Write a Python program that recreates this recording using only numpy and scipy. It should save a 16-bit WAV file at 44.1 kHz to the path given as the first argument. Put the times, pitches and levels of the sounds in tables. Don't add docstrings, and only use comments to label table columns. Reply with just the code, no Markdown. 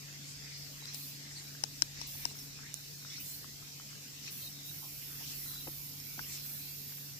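import sys
import numpy as np
from scipy import signal
from scipy.io import wavfile
from scipy.ndimage import uniform_filter1d

SR = 44100
rng = np.random.default_rng(int(sys.argv[2]) if len(sys.argv) > 2 else 0)


def invert_db(level):
    return 10 ** (np.asarray(level, dtype=float) / 20)


def unload_audio(sound):
    columns = np.transpose(np.atleast_2d(sound))
    steps = np.round(np.clip(columns, -1, 1) * 32767)
    wavfile.write(sys.argv[1], SR, steps.astype(np.int16))


N = 317079


def evened(x):
    return x / np.sqrt(np.mean(x ** 2) + 1e-20)


def read(points, hz):
    f, value = np.transpose(points)
    return np.interp(np.log(hz + 1), np.log(f + 1), value)


def sides(x, pan_db, count=0):
    return np.array([x * invert_db(pan_db / 2), np.roll(x, count) * invert_db(-pan_db / 2)])


def add(mix, s, sound):
    part = mix[:, round(s * SR):][:, :sound.shape[1]]
    part += sound[:, :part.shape[1]]


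def ring(hz, db, t60):
    t = np.arange(2600) / SR
    return invert_db(db - 60 * t / t60) * np.sin(2 * np.pi * hz * t)


def opened(pop, hz):
    cycles = np.arange(len(pop)) * hz / SR
    return pop * (1 - np.exp(-(cycles / .33) ** 2))


def crackle(t60):
    return np.diff(rng.standard_normal(601)) * invert_db(-60 * np.arange(600) / SR / t60)


def resonate(x, hz, width):
    turn = np.exp(2j * np.pi * np.cumsum(hz) / SR)
    r = np.exp(-np.pi * width / SR)
    smoothed = signal.lfilter([1], np.convolve([1, -r], [1, -r]), x / turn)
    return (turn * smoothed).real


def phrases(rows, rise_s, fade_db_per_s):
    start, held, db = np.transpose(rows)[:, :, None]
    t = np.arange(N) / SR - start
    shape = np.clip(t / rise_s, 0, 1) * invert_db(db - fade_db_per_s * np.maximum(t - held, 0))
    return np.sqrt((shape ** 2).sum(axis=0))


# f/Hz, left-right level/dB
FIELD_LEAN = [(60, -0.5), (200, 2), (1700, 1.5), (3000, 3.5), (4500, 0.5), (5300, -4), (7000, 4.5),
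              (8500, 4.5), (10000, 0.5), (12500, -14.5), (14000, 1), (15500, -13)]
# f/Hz, likeness [1]
FIELD_COHERENCE = [(60, 0.77), (200, 0.5), (380, 0.67), (700, 0.84), (1290, 0.5), (2380, 0.24),
                   (4400, 0.032), (8000, 0.092), (15000, 0.23)]


def hiss(colour, patchy_db, size):
    hz = np.fft.rfftfreq(size, 1 / SR)
    a, b, c, d, patches = rng.standard_normal((N * 4 // size + 5, len(hz), 5)).T
    patches = uniform_filter1d(patches, size=3, axis=0)
    patches = evened(uniform_filter1d(patches, size=12000 // size, axis=1))
    same = np.clip(read(FIELD_COHERENCE, hz), -1, 1)[:, None]
    left = a + 1j * b
    right = same * left + np.sqrt(1 - same ** 2) * (c + 1j * d)
    z = np.array([left, right])
    z[1] *= np.exp(-2j * np.pi * hz * 0.0002683)[:, None]
    z *= invert_db(read(colour, hz)[:, None] + patchy_db * patches)
    z *= invert_db(np.outer([.5, -.5], read(FIELD_LEAN, hz)))[:, :, None]
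    return evened(signal.istft(z, nperseg=size, noverlap=size * 3 // 4)[1][:, :N])


# t/s, half length/s, level over the calm/dB
GUSTS = [
    (.47, 0.21, 6.5),
    (2.1, 0.65, 6.5),
    (3.5, 0.22, 3),
    (5.406, 0.39, 8.5),
    (6.35, 0.43, 5.5),
]
# f/Hz, density level/dB
WIND_COLOUR = [(15, -26), (25, -17), (32, -20), (40, -2.5), (48, 1), (65, -7), (100, 2), (125, -29),
               (160, -32), (300, -90)]


def breeze():
    t = np.arange(N) / SR
    gusts_db = sum(db * np.exp(-((t - s) / half) ** 2) for s, half, db in GUSTS)
    return invert_db(-69.5 + gusts_db) * hiss(WIND_COLOUR, 0.29, size=4096)


# f/Hz, density level/dB
AIR_COLOUR = [(65, -62), (110, -1.5), (150, -4.5), (193, -7), (275, -7.5), (368, -17), (1070, -28.5),
              (2610, -28.5), (3220, -26.5), (5410, -10.5), (7400, -15), (9500, -26.5), (12500, -20),
              (14400, -20), (16000, -34)]


def open_air():
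    return invert_db(-53) * hiss(AIR_COLOUR, 2.47, size=2048)


MOTOR_HZ = 143.5
# t/s, level/dB
MOTOR_LEVEL = [(0, -55), (1.3, -54.5), (2.3, -55.5), (3.3, -58.5), (4.2, -58.5), (5.5, -55.5), (7.19, -56)]
# multiple [1], level re hum/dB, width/Hz
MOTOR_OVERTONES = [(1.854, -17.5, 10.3), (1.999, -14.5, 9.6), (2.998, -23, 9.1)]


def motor():
    t = np.arange(N) / SR
    hum = np.sqrt(2) * np.sin(2 * np.pi * MOTOR_HZ * t)
    for multiple, db, width in MOTOR_OVERTONES:
        line_hz = np.full(N, multiple * MOTOR_HZ)
        hum = hum + invert_db(db) * evened(resonate(rng.standard_normal(N), line_hz, width))
    level_db = np.interp(t, *np.transpose(MOTOR_LEVEL))
    return sides(invert_db(level_db) * hum, 2.6, count=11)


# f/Hz, density level/dB
CHORUS_SPECTRUM = [(1050, -13), (1500, -9), (2000, -5), (2630, -4), (3120, -5.5), (3890, -2.5),
                   (4700, -0.5), (5320, -0.5), (6720, -5), (9500, -14.5), (12400, -30), (20900, -120)]
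# end t/s, length/s, level/dB, lowest band f/Hz, chorus swell/dB
WIND_UPS = [(0.98, 0.13, -47.5, 1950, 1), (2.087, 0.15, -47.5, 1790, 2), (3.204, 0.16, -47.5, 1740, 0),
            (4.314, 0.098, -45.5, 1970, 1), (5.363, 0.2, -47.5, 2500, 2), (6.453, 0.26, -49, 1980, 2)]


def chorus():
    t = np.arange(N) / SR
    swell_db = sum(np.interp(t - end, [-0.45, 0, 0.42], [0, db, 0]) for end, *_, db in WIND_UPS)
    return invert_db(-51.5 - 0.13 * t + swell_db) * hiss(CHORUS_SPECTRUM, 3.0, size=512)


# start t/s, length/s, first f/Hz, last f/Hz, level/dB
STRAY_NOTES = [(0.042, 0.16, 1640, 2240, -60), (0.33, 0.31, 1900, 2160, -60),
               (0.22, 0.57, 4940, 5100, -53.5), (0.73, 0.18, 1800, 2200, -64),
               (1.147, 0.36, 2010, 2100, -62), (4.4, 0.1, 4100, 4100, -51.5), (1.66, .18, 8000, 8500, -65),
               (1.342, 0.075, 4500, 4400, -50), (1.418, 0.25, 1440, 1900, -65),
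               (2.137, 0.16, 2200, 2340, -57), (2.545, 0.22, 1400, 2440, -60),
               (3.185, 0.044, 2400, 2940, -53.5), (4.854, 0.29, 2100, 3100, -62),
               (5.084, 0.12, 1400, 1600, -65), (6.5, 0.26, 3840, 4400, -56.5),
               (6.2, 0.11, 2600, 3400, -57.5)]
# start t/s, length/s, first f/Hz, last f/Hz, level/dB
THIN_WHISTLES = [(.78, 0.16, 3800, 4240, -54), (.996, 0.066, 4180, 4100, -55),
                 (2.275, 0.045, 4030, 4100, -58), (2.3, 0.15, 5500, 5380, -56),
                 (3.11, .11, 7000, 5100, -57), (3.09, .07, 3350, 3700, -57), (3.12, .07, 1730, 2620, -59),
                 (6.33, 0.11, 5350, 5350, -53), (6.2, .1, 5300, 5400, -57), (3.27, 0.098, 4100, 4250, -54),
                 (3.365, 0.079, 4230, 4280, -57), (4.51, 0.11, 3780, 3700, -58),
                 (4.605, 0.14, 3780, 3900, -55), (4.72, 0.2, 4300, 3600, -65), (4.41, .09, 3850, 3800, -55),
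                 (3.155, 0.05, 5250, 5400, -49.5), (5.4, 0.3, 4040, 3890, -54.5),
                 (6.33, 0.16, 4260, 4070, -57)]
# start t/s, length/s, level/dB
RASP_CALLS = [(0.22, 0.14, -55.5), (1.284, 0.17, -54), (2.237, 0.11, -55), (3.234, 0.11, -51.5),
              (5.232, 0.14, -55), (6.247, 0.15, -50)]
# first f/Hz, last f/Hz, level/dB, width/Hz, share of the length [1]
UPPER_BANDS = [
    (3850, 4280, -7.5, 720, .65),
    (5400, 5710, -4.5, 1040, 1.15),
]


def song():
    rows = [(*note, 490) for note in STRAY_NOTES]
    rows += [(*note, 120) for note in THIN_WHISTLES]
    rasp_hz = 7120
    rows += [(start, length, rasp_hz, 1.06 * rasp_hz, db, 2100) for start, length, db in RASP_CALLS]
    for end, length, db, low_hz, _ in WIND_UPS:
        rows.append((end - length, length, low_hz, 1.43 * low_hz, db - 10.5, 660))
        for first_hz, last_hz, relative_db, width, share in UPPER_BANDS:
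            span = share * length
            rows.append((end - span, span, first_hz, last_hz, db + relative_db, width))
    return rows


def notes():
    out = np.zeros((2, N))
    for start, length, first_hz, last_hz, db, width in song():
        count = round(length * SR)
        glide_hz = np.linspace(first_hz, last_hz, count)
        band = evened(resonate(rng.standard_normal((2, count)), glide_hz, 1.4 * width))
        throb_hz = glide_hz / glide_hz[0] * rng.uniform(144.0, 203.0)
        throb = 1 + 0.13 * np.cos(2 * np.pi * np.cumsum(throb_hz) / SR)
        flicker = evened(uniform_filter1d(rng.standard_normal(SR // 2 + 4000), size=900))[:count]
        crescendo_db = np.linspace(-2, 2, count)
        loudness = invert_db(db + crescendo_db + 2 * flicker)
        add(out, start, loudness * band * throb * signal.windows.tukey(count, .6))
    return out


def buzz(loudness, pan_db, colour, clicks_hz, depth):
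    rate = clicks_hz * (1 + 0.111 * evened(uniform_filter1d(rng.standard_normal(N), size=4000)))
    throb = 1 + depth * np.cos(2 * np.pi * np.cumsum(rate) / SR)
    lean = invert_db(np.outer([.5, -.5], pan_db + 5.5))
    return invert_db(2.0) * loudness * throb * lean * hiss(colour, 1.1, size=512)


# start t/s, held/s, level/dB
NEAR_BURSTS = [(.93, 0.16, -47.5), (2.065, 0.16, -47.5), (3.195, .16, -46.5), (4.305, 0.15, -46.5),
               (5.345, 0.17, -46.5), (6.44, 0.14, -46.5)]
# start t/s, held/s, level/dB
WEAKER_BURSTS = [(0, 0.017, -60), (.1, .2, -67), (.57, 0.23, -57), (1.42, 0.13, -57),
                 (1.67, 0.17, -57.5), (2.35, 0.096, -52), (2.73, .3, -55.5), (3.1, 1.7, -58)]
# f/Hz, density level/dB
BURST_SPECTRUM = [(4710, -71), (8000, -2.5), (8970, -5), (10300, 3), (11200, -4), (12200, 3), (13900, 7.5),
                  (15350, 3), (15800, -3)]


def cicada_bursts():
    loudness = phrases(NEAR_BURSTS + WEAKER_BURSTS, rise_s=0.0072, fade_db_per_s=134)
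    return buzz(loudness, -3.5, BURST_SPECTRUM, 190, 0.12)


DRONE_RISE_S, DRONE_FADE_DB_PER_S = 0.032, 35
# start t/s, held/s, level/dB
DRONE_BREATHS = [
    (4.63, 1.22, -49),
    (6.03, 0.95, -50.5),
]
# f/Hz, density level/dB
DRONE_SPECTRUM = [(5000, -64), (8500, -3), (8930, -6.5), (10400, 2), (11400, -3), (12300, 4), (12700, 7.5),
                  (15350, 4), (15800, -18)]


def cicada_drone():
    loudness = phrases(DRONE_BREATHS, DRONE_RISE_S, DRONE_FADE_DB_PER_S)
    return buzz(loudness, -4.5, DRONE_SPECTRUM, 83, 0.11)


# f/Hz, level/dB
DRUM_MODES = [(12460, -67), (12694, -65), (13130, -68), (13380, -66), (13700, -69), (13916, -65)]
# start t/s, held/s, level/dB
DRUM_SPELL = [
    (5.65, 1.4, 2.5),
]


def drum():
    noise = rng.standard_normal((2, N))
    bands = np.zeros((2, N))
    for hz, db in DRUM_MODES:
        b, a = signal.iirpeak(hz, hz / 200, SR)
        bands += invert_db(db) * evened(signal.lfilter(b, a, noise))
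    return phrases(DRUM_SPELL, DRONE_RISE_S, DRONE_FADE_DB_PER_S) * invert_db([[-4], [4]]) * bands


def ticks(rows, t60):
    out = np.zeros((2, N))
    for s, db, low_hz, high_hz, pan_db in rows:
        rings = ring(low_hz, 0.28, t60) + ring(high_hz, -12, t60)
        click = rings[:600] + invert_db(-15) * crackle(t60)
        add(out, s, invert_db(db + 2) * sides(click, pan_db, count=9))
    return out


STRAW_T60_S = .005
# t/s, peak level/dB, low f/Hz, high f/Hz, left-
# right level/dB
STRAW_TICKS = [(2.389, -36, 6000, 10500, 3), (2.3918, -41, 6500, 10000, 1), (2.3943, -40, 8600, 12000, -4),
               (1.6401, -32.5, 5650, 5250, 15), (6.0006, -43, 9100, 10500, -9),
               (6.8945, -44, 7800, 5900, 2), (6.0005, -39, 7300, 6300, -9), (2.742, -33.5, 6400, 7500, -10),
               (2.7416, -38, 9600, 11200, -10), (2.7418, -38, 11000, 14500, -10),
               (6.9222, -45, 2300, 1100, 6), (6.9845, -42, 2300, 5900, 6), (6.984, -46, 6600, 5400, 3),
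               (.946, -46, 9300, 5400, 11), (2.0148, -42, 8100, 6900, 11), (2.0146, -44, 2500, 2900, 11)]


def straw():
    return ticks(STRAW_TICKS, STRAW_T60_S)


# t/s, peak level/dB, low f/Hz, high f/Hz, left-right level/dB
STEM_BREAKS = [
    (2.742, -33.5, 6400, 7500, -10),
    (2.7416, -37, 9600, 11200, -10),
    (2.7418, -39, 11000, 14500, -10),
    (2.7417, -46, 15900, 13000, -6),
]


def stem():
    return ticks(STEM_BREAKS, STRAW_T60_S)


# t/s, peak level/dB, low f/Hz, high f/Hz, left-right level/dB
CLIP_CLINKS = [(.8553, -38, 4820, 3850, 11), (4.2805, -48, 5170, 4000, -5), (5.676, -40, 2600, 3800, 5.5),
               (.9461, -36.5, 7450, 5300, 11), (.9461, -42, 5350, 7600, 11), (.9488, -42, 5100, 7500, 11),
               (2.0195, -45, 3950, 4100, 11), (6.0014, -43, 5400, 6200, -12)]


def collar_clip():
    return ticks(CLIP_CLINKS, .013)


# start t/s, end t/s, f/Hz, width/Hz, level/dB
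WET_RUSTLES = [(.82, 0.864, 1000, 700, -71), (3.88, 3.964, 1410, 500, -61.5),
               (4.799, 4.89, 950, 400, -61.5), (5.18, 5.25, 865, 500, -63), (5.45, 5.593, 1300, 700, -64),
               (5.664, 5.692, 600, 500, -60), (6.898, 6.94, 1800, 1600, -66),
               (6.97, 6.991, 2420, 1400, -62)]


def rustles():
    out = np.zeros((2, N))
    for start, end, hz, width, db in WET_RUSTLES:
        chance, strength = rng.random((2, round((end - start) * SR)))
        bursts = (chance < 1100 / SR) * (strength - .5)
        wet = evened(resonate(bursts + 1e-9, np.full(len(bursts), hz), width))
        add(out, start, sides(invert_db(db) * wet * np.hanning(len(wet)), 7.9, count=8))
    return out


# t/s, peak level/dB, cavity f/Hz, t60/s, left-right level/dB
LIP_SMACKS = [(0.823, -47, 926, 0.011, 6), (0.855, -55.5, 1350, 0.015, 11), (1.55, -46, 1630, 0.018, 4),
              (2.152, -55, 840, 0.016, 18), (2.311, -54.5, 860, 0.012, 21), (2.354, -47, 1372, 0.0085, 7),
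              (2.59, -46, 1270, 0.01, 8), (2.631, -52, 1610, 0.017, 10), (3.024, -61, 1500, 0.018, -19),
              (3.049, -42, 1410, 0.011, 7), (3.181, -52.5, 1470, 0.024, 8), (3.444, -41.5, 1210, 0.0096, 4),
              (3.625, -52.5, 1280, 0.021, 7), (3.799, -40.5, 1280, 0.0073, 6), (3.954, -50, 1640, 0.017, 3),
              (4.714, -49, 1550, 0.014, 4.5), (4.829, -54, 960, 0.013, 7), (4.849, -56, 900, 0.014, 10),
              (5.209, -56, 716, 0.013, 2.0), (5.461, -52, 1430, 0.023, 5.0), (5.519, -55, 1380, 0.012, 5.0),
              (5.559, -49, 1410, 0.012, 12), (6.922, -50, 1540, 0.014, 8), (6.989, -67, 799, 0.014, 2.0)]
# t/s, peak level/dB, f/Hz,
# t60/s, left-right level/dB
SNOUT_GRIT = [(6.1958, -40, 1560, .02, 6), (4.263, -45, 3800, .02, 2), (4.84, -54, 900, .015, 5),
              (6.1785, -50, 750, .03, 5), (6.179, -40, 240, .02, 3), (5.6694, -40, 480, .009, 6),
              (5.6716, -43, 900, .006, 6), (5.6731, -37, 1050, .007, 6), (5.675, -37, 620, .009, 6),
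              (5.6868, -44, 800, .01, 6), (4.2785, -43, 2550, .03, 14), (5.6805, -28.5, 430, .007, 6),
              (6.1924, -30, 1480, .009, 6), (6.1924, -37, 1050, .008, 6), (6.1926, -39.5, 2150, .007, 6),
              (6.1935, -43, 3000, .008, 6), (.8575, -42, 3950, .014, 9), (5.6765, -42, 330, .015, 6),
              (6.192, -49, 380, .015, 4), (6.203, -47, 250, .03, 2), (1.8225, -42, 300, .025, 8),
              (2.254, -44, 270, .025, 8), (5.6832, -42, 330, .02, 6)]


def smacks():
    out = np.zeros((2, N))
    for s, db, hz, t60, pan_db in LIP_SMACKS + SNOUT_GRIT:
        pop = ring(hz, db + 3, t60) + ring(2.1 * hz, db - 9, .8 * t60)
        pop = opened(pop, hz)
        bounce = 0.2 * np.roll(pop, 165) - 0.21 * np.roll(pop, 225) + 0.14 * np.roll(pop, 400)
        add(out, s, sides(pop + bounce, pan_db, count=8))
    return out


# t/s, peak level/dB, mouth cavity f/Hz, cavity level/dB, left-right level/dB
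TOOTH_SNAPS = [
    (1.6374, -24, 784, -41, 12),
    (1.8211, -19.5, 920, -48, 16),
    (2.2529, -25.5, 912, -40, 13.5),
]
# t/s, peak level/dB, mouth cavity f/Hz, cavity level/dB, left-right level/dB
TOOTH_NIPS = [
    (2.0143, -37, 870, -48, 11),
]
# f/Hz, level/dB, t60/s
ENAMEL_MODES = [(7100, -7.5, 0.0026), (8500, -13, 0.0033), (13400, -27, .003), (3140, -11.5, 0.0052)]
# f/Hz, level/dB, t60/s
JAW_MODES = [(95, -33, .04), (2400, -20, .008), (3150, -23, .006), (8800, -14, .005), (6300, -17, .004),
             (4250, -21, .008), (1600, -20, .018)]


def snaps(rows):
    out = np.zeros((2, N))
    enamel = sum(ring(*mode) for mode in ENAMEL_MODES)
    jaw = sum(ring(*mode) for mode in JAW_MODES)
    skull_swell = np.hanning(round(.011 * SR))
    for s, db, mouth_hz, mouth_db, pan_db in rows:
        slip_ms = 1.85 - .022 * db
        t = np.arange(0, slip_ms / 1000, 1 / SR)
        squeak_hz = 5340 * (1 + 0.71 * np.exp(-t / 0.00022))
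        squeak = np.sin(2 * np.pi * np.cumsum(squeak_hz) / SR)
        squeak = squeak * signal.windows.tukey(len(t), .55) * invert_db(-14 * (t / t[-1] - .4) ** 2)
        fracture = np.convolve(crackle(.012), np.hanning(7))[:600]
        fracture = fracture * np.minimum(np.arange(600) / 15., 1)
        skull = skull_swell * ring(4000, db - 20, .1)[:len(skull_swell)]
        mouth = ring(mouth_hz, mouth_db + 8.5, 0.015) + ring(0.78 * mouth_hz, mouth_db - 0.5, 0.018)
        mouth = invert_db(2.0) * opened(mouth, mouth_hz)
        add(out, s, invert_db(db + 3.5) * sides(squeak, pan_db, count=4))
        add(out, s, invert_db(db - 14) * sides(fracture, .8 * pan_db, count=4))
        add(out, s, invert_db(db + 4) * sides(enamel, .7 * pan_db, count=4))
        add(out, s + .0014, invert_db(db + 4) * sides(jaw, .9 * pan_db, count=11))
        add(out, s + .001, sides(skull, 1.2 * pan_db, count=11))
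        add(out, s + .0007, sides(mouth, 0.95 * pan_db, count=22))
    return out


# f/Hz, level re neighbours/dB
GATE_DIP = [(1800, -9), (2300, -3.4), (3600, -3), (4600, -4), (7500, -4.5), (8800, -2.8), (11000, -3),
            (12000, -5), (14300, -4.5), (15100, -2.6)]


def gated(x):
    hz, _, z = signal.stft(x, SR, nperseg=1024, noverlap=768)
    power = uniform_filter1d((abs(z) ** 2).sum(axis=0), size=7, axis=1)
    level_db = 10 * np.log10(abs(uniform_filter1d(power, size=2, axis=0)) + 1e-20)
    dip_db = level_db - uniform_filter1d(level_db, size=25, axis=0) - read(GATE_DIP, hz)[:, None]
    gain = invert_db(np.clip(7 * dip_db, -24, 0))
    return signal.istft(z * gain, SR, nperseg=1024, noverlap=768)[1][:, :N]


def low_passed(x, edge_hz):
    taps = signal.firwin(1023, edge_hz, window=("kaiser", 9), fs=SR)
    return signal.oaconvolve(x, taps[None], "same")


def scene():
    background = breeze() + open_air() + motor()
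    cicadas = chorus() + notes() + cicada_bursts() + cicada_drone() + drum()
    dog = straw() + collar_clip() + rustles() + smacks() + snaps(TOOTH_NIPS)
    faint = background + cicadas + dog
    return low_passed(gated(faint), 15530) + stem() + snaps(TOOTH_SNAPS)


def band_limit(x):
    return signal.sosfilt(signal.butter(12, 16670, fs=SR, output="sos"), x)


def record(dry):
    mix = low_passed(dry, 16600)
    return band_limit(mix)


dry = scene()
out = record(dry)
unload_audio(out)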